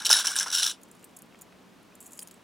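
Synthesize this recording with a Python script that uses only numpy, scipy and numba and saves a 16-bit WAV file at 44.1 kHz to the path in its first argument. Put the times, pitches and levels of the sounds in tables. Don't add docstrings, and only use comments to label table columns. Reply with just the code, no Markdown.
import sys
import numpy as np
from scipy import signal
from scipy.fft import rfft, irfft
from scipy.io import wavfile
from scipy.ndimage import uniform_filter1d
from numba import njit

SR = 44100
rng = np.random.default_rng(int(sys.argv[2]) if len(sys.argv) > 2 else 0)


def makeup_ratio(level_db):
    decades = np.asarray(level_db, float) / 20
    return 10 ** decades


def output_pcm(signal):
    pcm = np.clip(np.atleast_2d(signal).T, -1, 1) * 32767
    wavfile.write(sys.argv[1], SR, np.round(pcm).astype(np.int16))


N = 107295

# [f/Hz, level/dB per Hz]
AIR_SPECTRUM = [(15, -54), (25, -24), (100, -13.5), (236, -3), (659, -12), (775, -13), (988, -12.5),
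                (2050, -20), (2480, -19), (16000, -37)]
# [f/Hz, level/dB]
AIR_SIDE = [(40, -5), (150, -8), (300, -6), (700, -6.5), (2000, -8), (8000, -14.5)]
# [t/s, length/s, level/dB, low against high wall modes/dB, base thuds/dB]
STROKES = [
    (0, 0.044, -43, -5.5, -4),
    (0.06, 0.019, -24.5, -5, -13),
    (0.092, 0.1196, -22, -4.5, -11.5),
    (0.236, 0.1, -28.5, -7.5, -11.5),
    (0.353, 0.081, -27.5, -7, -12),
    (0.449, 0.052, -35, -5, -6.5),
    (0.519, 0.16, -25, -5, -18),
    (.575, 0.13, -26.5, -3, -16),
]
# [f/Hz, spread/Hz, level/dB, t60/s]
WALL_MODES = [(3000, 170, -9, 0.0456), (3532, 100, -9, 0.039), (3910, 44, -5.5, 0.023),
              (4500, 400, -11.5, 0.053), (5400, 76, -3, 0.031), (5810, 190, -2, 0.0305),
              (7400, 610, -7, 0.03), (8170, 850, -10.5, 0.06), (9900, 130, -7.5, 0.025),
              (10590, 160, -11, 0.041), (12140, 900, -20, .012), (14190, 1000, -12, .012)]
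# [f/Hz, spread/Hz, level/dB, t60/s]
BASE_MODES = [(756.6, 113, -12.5, 0.023), (1015, 140, -4, .03), (1418.7, 56, -6, 0.075),
              (1595, 60, -0.5, .05), (2230, 220, -9.5, 0.045)]
# [t/s, peak level/dB, loudest f/Hz]
WALL_KNOCKS = [(0.0011, -25.5, 4120), (0.0197, -23.5, 3830), (0.0388, -42, 2870), (0.0495, -15, 5554),
               (0.0532, -9, 3970), (0.0603, -8, 2988), (0.0656, -8, 5455), (0.0678, -13, 5750),
               (0.0717, -24.5, 5700), (0.0929, -10.5, 3940), (0.0977, -18, 5440), (0.1013, -8.5, 6020),
               (0.1059, -5.5, 5710), (0.1119, -2, 5360), (0.1167, -12, 5400), (0.1208, -7.5, 5860),
               (0.1278, 0, 5290), (0.1374, -7.5, 3920), (0.1444, -13, 3790), (0.1486, -13, 3880),
               (0.154, -16, 5400), (0.1651, -10.5, 5500), (0.1696, -15.5, 5580), (0.1763, -14, 5400),
               (0.188, -17, 5460), (0.1927, -13, 3850), (0.198, -14.5, 5420), (0.2013, -20.5, 5640),
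               (0.209, -23, 5595), (0.2161, -27, 3830), (0.2268, -26, 8550), (0.2374, -26, 3320),
               (0.2435, -26, 8160), (0.2506, -19.5, 5540), (0.2572, -13.5, 5800), (0.2701, -7.5, 5540),
               (0.2732, -12.5, 5800), (0.2814, -16.5, 3040), (0.2971, -28, 5190), (0.3071, -20.5, 8700),
               (0.3157, -19, 8450), (0.3366, -31.5, 5250), (0.3401, -34, 6200), (0.3478, -26, 3017),
               (0.3559, -18, 9920), (0.3638, -8, 8750), (0.3731, -21, 7310), (0.378, -18, 7610),
               (0.3873, -6.5, 5880), (0.3978, -10.5, 6240), (0.4034, -19, 5700), (0.4078, -12.5, 5580),
               (0.4132, -20, 5510), (0.4232, -20, 5360), (0.4291, -15.5, 5820), (0.443, -36, 5770),
               (0.4519, -31, 5470), (0.4678, -29, 6280), (0.4712, -26, 5480), (0.4817, -23, 5600),
                    (0.5023, -19.5, 5790), (0.5144, -16.5, 5490), (0.522, -28.5, 5580), (0.5252, -18, 5790),
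                    (0.529, -16, 5430), (0.5368, -18, 5840), (0.541, -19, 5670), (0.5445, -18.5, 5380),
                    (0.5501, -9.5, 5470), (0.5528, -16, 5500), (0.5598, -11.5, 5570), (0.5643, -19, 5570),
                    (0.5714, -13.5, 5300), (0.575, -17, 5400), (0.5833, -10.5, 3760), (0.5924, -17, 5970),
                    (0.5976, -17, 4010), (0.6023, -20, 3500), (0.6078, -22, 3920), (0.62, -23, 5620),
                    (0.6244, -17, 5930), (0.6295, -9, 3940), (0.6327, -10.5, 5760), (0.6411, -12.5, 3470),
                    (0.6498, -15, 5720), (0.6638, -7.5, 5420), (0.674, -13, 3750), (0.6779, -17, 5510),
                    (0.6816, -26, 3790), (0.6963, -18, 3980), (0.7036, -23, 5624), (0.713, -24, 6800)]
# [t/s, peak level/dB]
BOWL_BUMPS = [
    (0.0997, -18.5),
    (.104, -17.5),
    (.19, -27),
    (.462, -30),
    (.468, -28),
]
# [t/s, peak level/dB]
BASE_THUDS = [(0.1002, -19), (0.1114, -17.5), (0.1371, -16.5), (0.1585, -20), (0.2124, -28.5),
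              (0.2438, -27), (0.2673, -31), (0.3187, -32), (0.3566, -22), (0.4075, -24.5), (0.4623, -26.5),
              (0.5501, -32.5), (0.5841, -25.5), (0.5994, -26), (0.6225, -29), (0.6629, -24)]
# [t/s, level/dB, f/Hz, t60/s]
FREE_CHARMS = [
    (.112, -25, 10590, .22),
    (.158, -25, 9840, .1),
    (.112, -25, 3838, .25),
    (.128, -22, 5390, .16),
    (.585, -31, 10300, .2),
    (2.224, -38, 9450, .035),
    (2.005, -42, 7950, .06),
    (.135, -27, 3722, .16),
]
# [from t/s, to t/s, level/dB]
CHAIN_RATTLE = [
    (0.806, 1.287, -61.5),
    (1.995, 2.095, -56.5),
    (2.104, 2.257, -53.5),
    (2.261, 2.379, -68),
]
# [t/s, peak level/dB, loudest f/Hz]
LIFTED_CLINKS = [(0.8133, -47, 9500), (0.832, -36.5, 9250), (0.9129, -38.5, 8820), (0.9498, -47, 9760),
                 (1.0266, -44.5, 7860), (1.0417, -32.5, 8400), (1.0464, -41, 8830), (1.1643, -34.5, 7400),
                 (1.1671, -32, 9160), (1.187, -36.5, 9900), (1.1944, -58, 8690), (1.2197, -34.5, 10500),
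                 (1.2573, -54, 8444), (1.3879, -45.5, 8470), (1.4107, -34, 9310), (1.4173, -31, 7100),
                 (1.425, -47, 9100), (1.8272, -50, 10600), (1.9518, -38.5, 7200)]
# [t/s, peak level/dB, loudest f/Hz]
PALM_CLINKS = [(2.0035, -33.5, 8020), (2.0104, -35.5, 7800), (2.0254, -39, 7170), (2.0426, -40, 8800),
               (2.0592, -35, 7900), (2.0644, -35, 7660), (2.0732, -37.5, 10200), (2.1074, -51, 9500),
               (2.1192, -34.5, 7180), (2.125, -43, 7220), (2.1318, -34, 9200), (2.1524, -43, 7860),
               (2.1603, -48, 6950), (2.1739, -35, 10600), (2.1909, -25, 5030), (2.2024, -34, 4700),
               (2.2115, -37, 9740), (2.2161, -35.5, 9900), (2.2214, -35, 9900), (2.2273, -26.5, 9210),
               (2.2494, -58, 8500), (2.273, -39, 11400), (2.2844, -50, 10920), (2.3114, -39, 8000),
               (2.3174, -49, 7000), (2.3401, -41, 8290)]
# [t/s, peak level/dB, f/Hz]
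BEAD_KNOCKS = [(1.036, -46.5, 2790), (1.325, -47, 2610), (1.3468, -43.5, 2230), (1.356, -50, 3195),
               (1.5247, -46.5, 2540), (1.924, -48.5, 2520), (2.1908, -43.5, 3370), (2.2236, -42.5, 3165),
               (2.3111, -49, 3130)]
# [t/s, peak level/dB, lowest f/Hz]
BEAD_TICKS = [
    (2.1922, -32, 2500),
    (2.2267, -44, 2500),
    (2.2737, -36.5, 4500),
    (2.2851, -42, 5000),
    (2.3115, -39, 3500),
    (1.0418, -46, 3000),
]

AIR_DB, FAN_HZ, FAN_WIDTH_HZ, FAN_DB = -58.5, 184.1, 2.7, -67.5
ATTACK_S, SAG_DB, RELEASE_DB_PER_S, REST_DB = 0.014, 6, 559.5, -43.5
PLACE_DB, SIZE_DB = 3.5, 2
LOW_WALL_HZ, WALL_FROM_HZ = 4700, 2300
STIR_WALL_DB, STIR_BASE_DB = -13, -2
KNOCK_DB, BOUNCE_S, KNOCK_DAMPING = -17, 0.0025, 0.5
KNOCK_TOP_DB, LOUDEST_MODE_DB = 3.5, 10.5
ROOM_T60_S, ROOM_DB, ROOM_SIDE_DB = 0.14, -19, -5
CHARM_LOW_HZ, CHARM_HIGH_HZ, CHARM_FROM_HZ = 6540, 15740, 5300
CHARM_TILT_DB, CHARM_DB, CHARM_T60_S = -7, -10, 0.022
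BEAD_T60_S, TICK_S = 0.011, 0.0011
BOWL_FROM_HZ, SIDE_FROM_HZ = 450, 5400
BOWL_SIDE_DB, PALM_SIDE_DB = -21, -29
RIM_S, RIM_SIDE_DB = 0.004, -20.5
TOP_HZ = 15850


def level(x, db):
    return x * makeup_ratio(db) / np.sqrt(np.mean(x ** 2))


def coloured(hz, db):
    log_f = np.log(np.fft.rfftfreq(N, 1 / SR) + 1)
    gain = makeup_ratio(np.interp(log_f, np.log(hz), db))
    return irfft(rfft(rng.standard_normal(N)) * gain, N)


def hum():
    hz, db = np.array(AIR_SPECTRUM).T
    side_hz, side_db = np.array(AIR_SIDE).T
    side_db = db + np.interp(np.log(hz), np.log(side_hz), side_db)
    air = level(np.array([coloured(hz, db), coloured(hz, side_db)]), AIR_DB)
    b, a = signal.iirpeak(FAN_HZ, FAN_HZ / FAN_WIDTH_HZ, fs=SR)
    fan = level(signal.lfilter(b, a, rng.standard_normal(N)), FAN_DB)
    return air + fan * np.array([[1], [0.2]])


def above(x, hz, order=4):
    return signal.sosfilt(signal.butter(order, hz, "high", fs=SR, output="sos"), x)


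@njit
def rings(length, start, turn, fade, size):
    out = np.zeros(length)
    for k in range(len(start)):
        p, z = np.exp(1j * turn[k] - fade[k]), size[k] + 0j
        for i in range(start[k], min(length, start[k] + int(7 / fade[k]))):
            out[i] += z.imag
            z *= p
    return out


def ring(s, hz, t60, size):
    s, hz, t60, size = (np.ravel(v) * 1.0 for v in np.broadcast_arrays(s, hz, t60, size))
    turn = 2 * np.pi * np.clip(hz, 50, SR / 2.2) / SR
    fade = np.log(1000) / (t60 * SR)
    return rings(N, (s * SR).astype(np.int64), turn, fade, size)


def strike(s, db, modes, damping=0.85, low_db=0.0, top_db=0.0):
    hz, spread, mode_db, t60 = np.array(modes).T
    detune, strength, sign = rng.standard_normal((3, len(s), len(hz)))
    db = db[:, None] + mode_db + PLACE_DB * np.clip(strength, -3, 1.5)
    db = db + low_db * (hz < LOW_WALL_HZ) + top_db * (hz > 1.5 * LOW_WALL_HZ)
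    return ring(s[:, None], hz + spread * detune, t60 * damping, np.sign(sign) * makeup_ratio(db))


def stir_at(s):
    start, length, db, low_db, thud_db = np.array(STROKES).T
    age = s[:, None] - start
    shape = db - SAG_DB * np.clip(age / length, 0, 1)
    shape -= RELEASE_DB_PER_S * np.maximum(age - length, 0)
    shape += 20 * np.log10(np.clip(age / ATTACK_S, 1e-4, 1))
    k = shape.argmax(axis=1)
    rest_db = np.where(s < start[-1] + length[-1], REST_DB, -120)
    return np.maximum(shape.max(axis=1), rest_db), low_db[k][:, None] + 6, thud_db[k]


def stirring(count=2000):
    s = rng.uniform(0, STROKES[-1][0] + STROKES[-1][1] + 0.06, count)
    db, low_db, thud_db = stir_at(s)
    hit_db = db + SIZE_DB * np.minimum(rng.exponential(size=count), 4)
    wall = makeup_ratio(STIR_WALL_DB) * strike(s, hit_db, WALL_MODES, low_db=low_db)
    base = makeup_ratio(STIR_BASE_DB) * strike(s[::4], (hit_db + thud_db)[::4], BASE_MODES[1:])
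    return above(wall, WALL_FROM_HZ) + base


def knocks(count=3):
    s, db, hz = np.array(WALL_KNOCKS).T
    hit_db = db + KNOCK_DB
    low_db = stir_at(s)[1]
    out = ring(s, hz, 0.018, makeup_ratio(hit_db + LOUDEST_MODE_DB))
    for k in range(count):
        late = BOUNCE_S * rng.random(len(s)) * (k > 0)
        out = out + strike(s + late, hit_db, WALL_MODES, KNOCK_DAMPING, low_db, KNOCK_TOP_DB)
    return above(out, WALL_FROM_HZ)


def room(x):
    t = np.arange(SR // 2) / SR
    tail = rng.standard_normal((2, len(t))) * makeup_ratio(-60 * t / ROOM_T60_S) * (t > 0.004)
    tail *= makeup_ratio([[ROOM_DB], [ROOM_DB + ROOM_SIDE_DB]]) / np.sqrt(np.sum(tail[0] ** 2))
    return signal.fftconvolve(x[None], tail)[:, :N]


def bumps():
    return strike(*np.array(BOWL_BUMPS).T, BASE_MODES[:3])


def thuds():
    s, db = np.array(BASE_THUDS).T
    return above(strike(s, db - 4, BASE_MODES[2:4]), 1100)


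def free_rings():
    s, db, hz, t60 = np.array(FREE_CHARMS).T
    return ring(s, hz, t60, makeup_ratio(db))


def charms(s, db, hz, count=30):
    pitch, weakness, bounce, sign, decay = rng.random((5, len(s), count))
    side_hz = CHARM_LOW_HZ * (CHARM_HIGH_HZ / CHARM_LOW_HZ) ** pitch
    side_db = (db + CHARM_DB)[:, None] + CHARM_TILT_DB * np.log2(side_hz / 8000) - 10 * weakness
    late = s[:, None] + 0.00086 + 0.0051 * bounce ** 3
    t60 = CHARM_T60_S * (0.044 + decay ** 2)
    brief = ring(late, side_hz, t60, np.sign(sign - 0.5) * makeup_ratio(side_db))
    main = ring(s + 0.0007, hz, CHARM_T60_S, makeup_ratio(db - 11))
    return main + above(brief, CHARM_FROM_HZ)


def rattle(count=40):
    out = np.zeros(N)
    for start, end, db in CHAIN_RATTLE:
        when, strength, pitch = rng.random((3, count))
        out += charms(start + (end - start) * when, db + 8 * strength, 7000 + 3500 * pitch)
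    return out


def clinks():
    return charms(*np.vstack([LIFTED_CLINKS, PALM_CLINKS]).T)


def beads():
    s, db, hz = np.array(BEAD_KNOCKS).T
    mode_hz = hz[:, None] * [0.99, 0.595, 0.83, 1.435]
    mode_db = db[:, None] + [-4.5, -6, -3.5, -13.5]
    t60 = BEAD_T60_S * np.array([1.9, 0.97, 0.71, 1.04])
    return ring(s[:, None], mode_hz, t60, makeup_ratio(mode_db))


def ticks():
    t = np.arange(N) / SR
    out = np.zeros(N)
    for s, db, hz in BEAD_TICKS:
        noise = uniform_filter1d(rng.standard_normal(N), size=2)
        burst = noise * (t > s) * np.exp(-np.abs(t - s) / TICK_S)
        out += makeup_ratio(db + 3.5) * above(burst, hz, order=2)
    return out


def scene():
    bowl = above(stirring() + knocks() + bumps() + thuds() + free_rings(), BOWL_FROM_HZ, order=3)
    palm = rattle() + clinks() + beads() + ticks()
    rim = rng.standard_normal(int(RIM_S * SR))
    scatter = makeup_ratio(RIM_SIDE_DB) * np.convolve(bowl, rim / np.linalg.norm(rim))[:N]
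    wet = room(bowl + palm)
    width = makeup_ratio(BOWL_SIDE_DB) * bowl + scatter - makeup_ratio(PALM_SIDE_DB) * palm + wet[1]
    mid, side = hum() + np.array([bowl + palm + wet[0], above(width, SIDE_FROM_HZ, order=2)])
    return np.array([mid + side, mid - side])


def top_cut(x):
    return signal.sosfilt(signal.butter(12, 16620, fs=SR, output="sos"), x)


def record(dry):
    low_pass = signal.ellip(8, 0.2, 60, TOP_HZ, fs=SR, output="sos")
    mix = signal.sosfilt(low_pass, dry)
    return top_cut(mix)


dry = scene()
out = record(dry)
output_pcm(out)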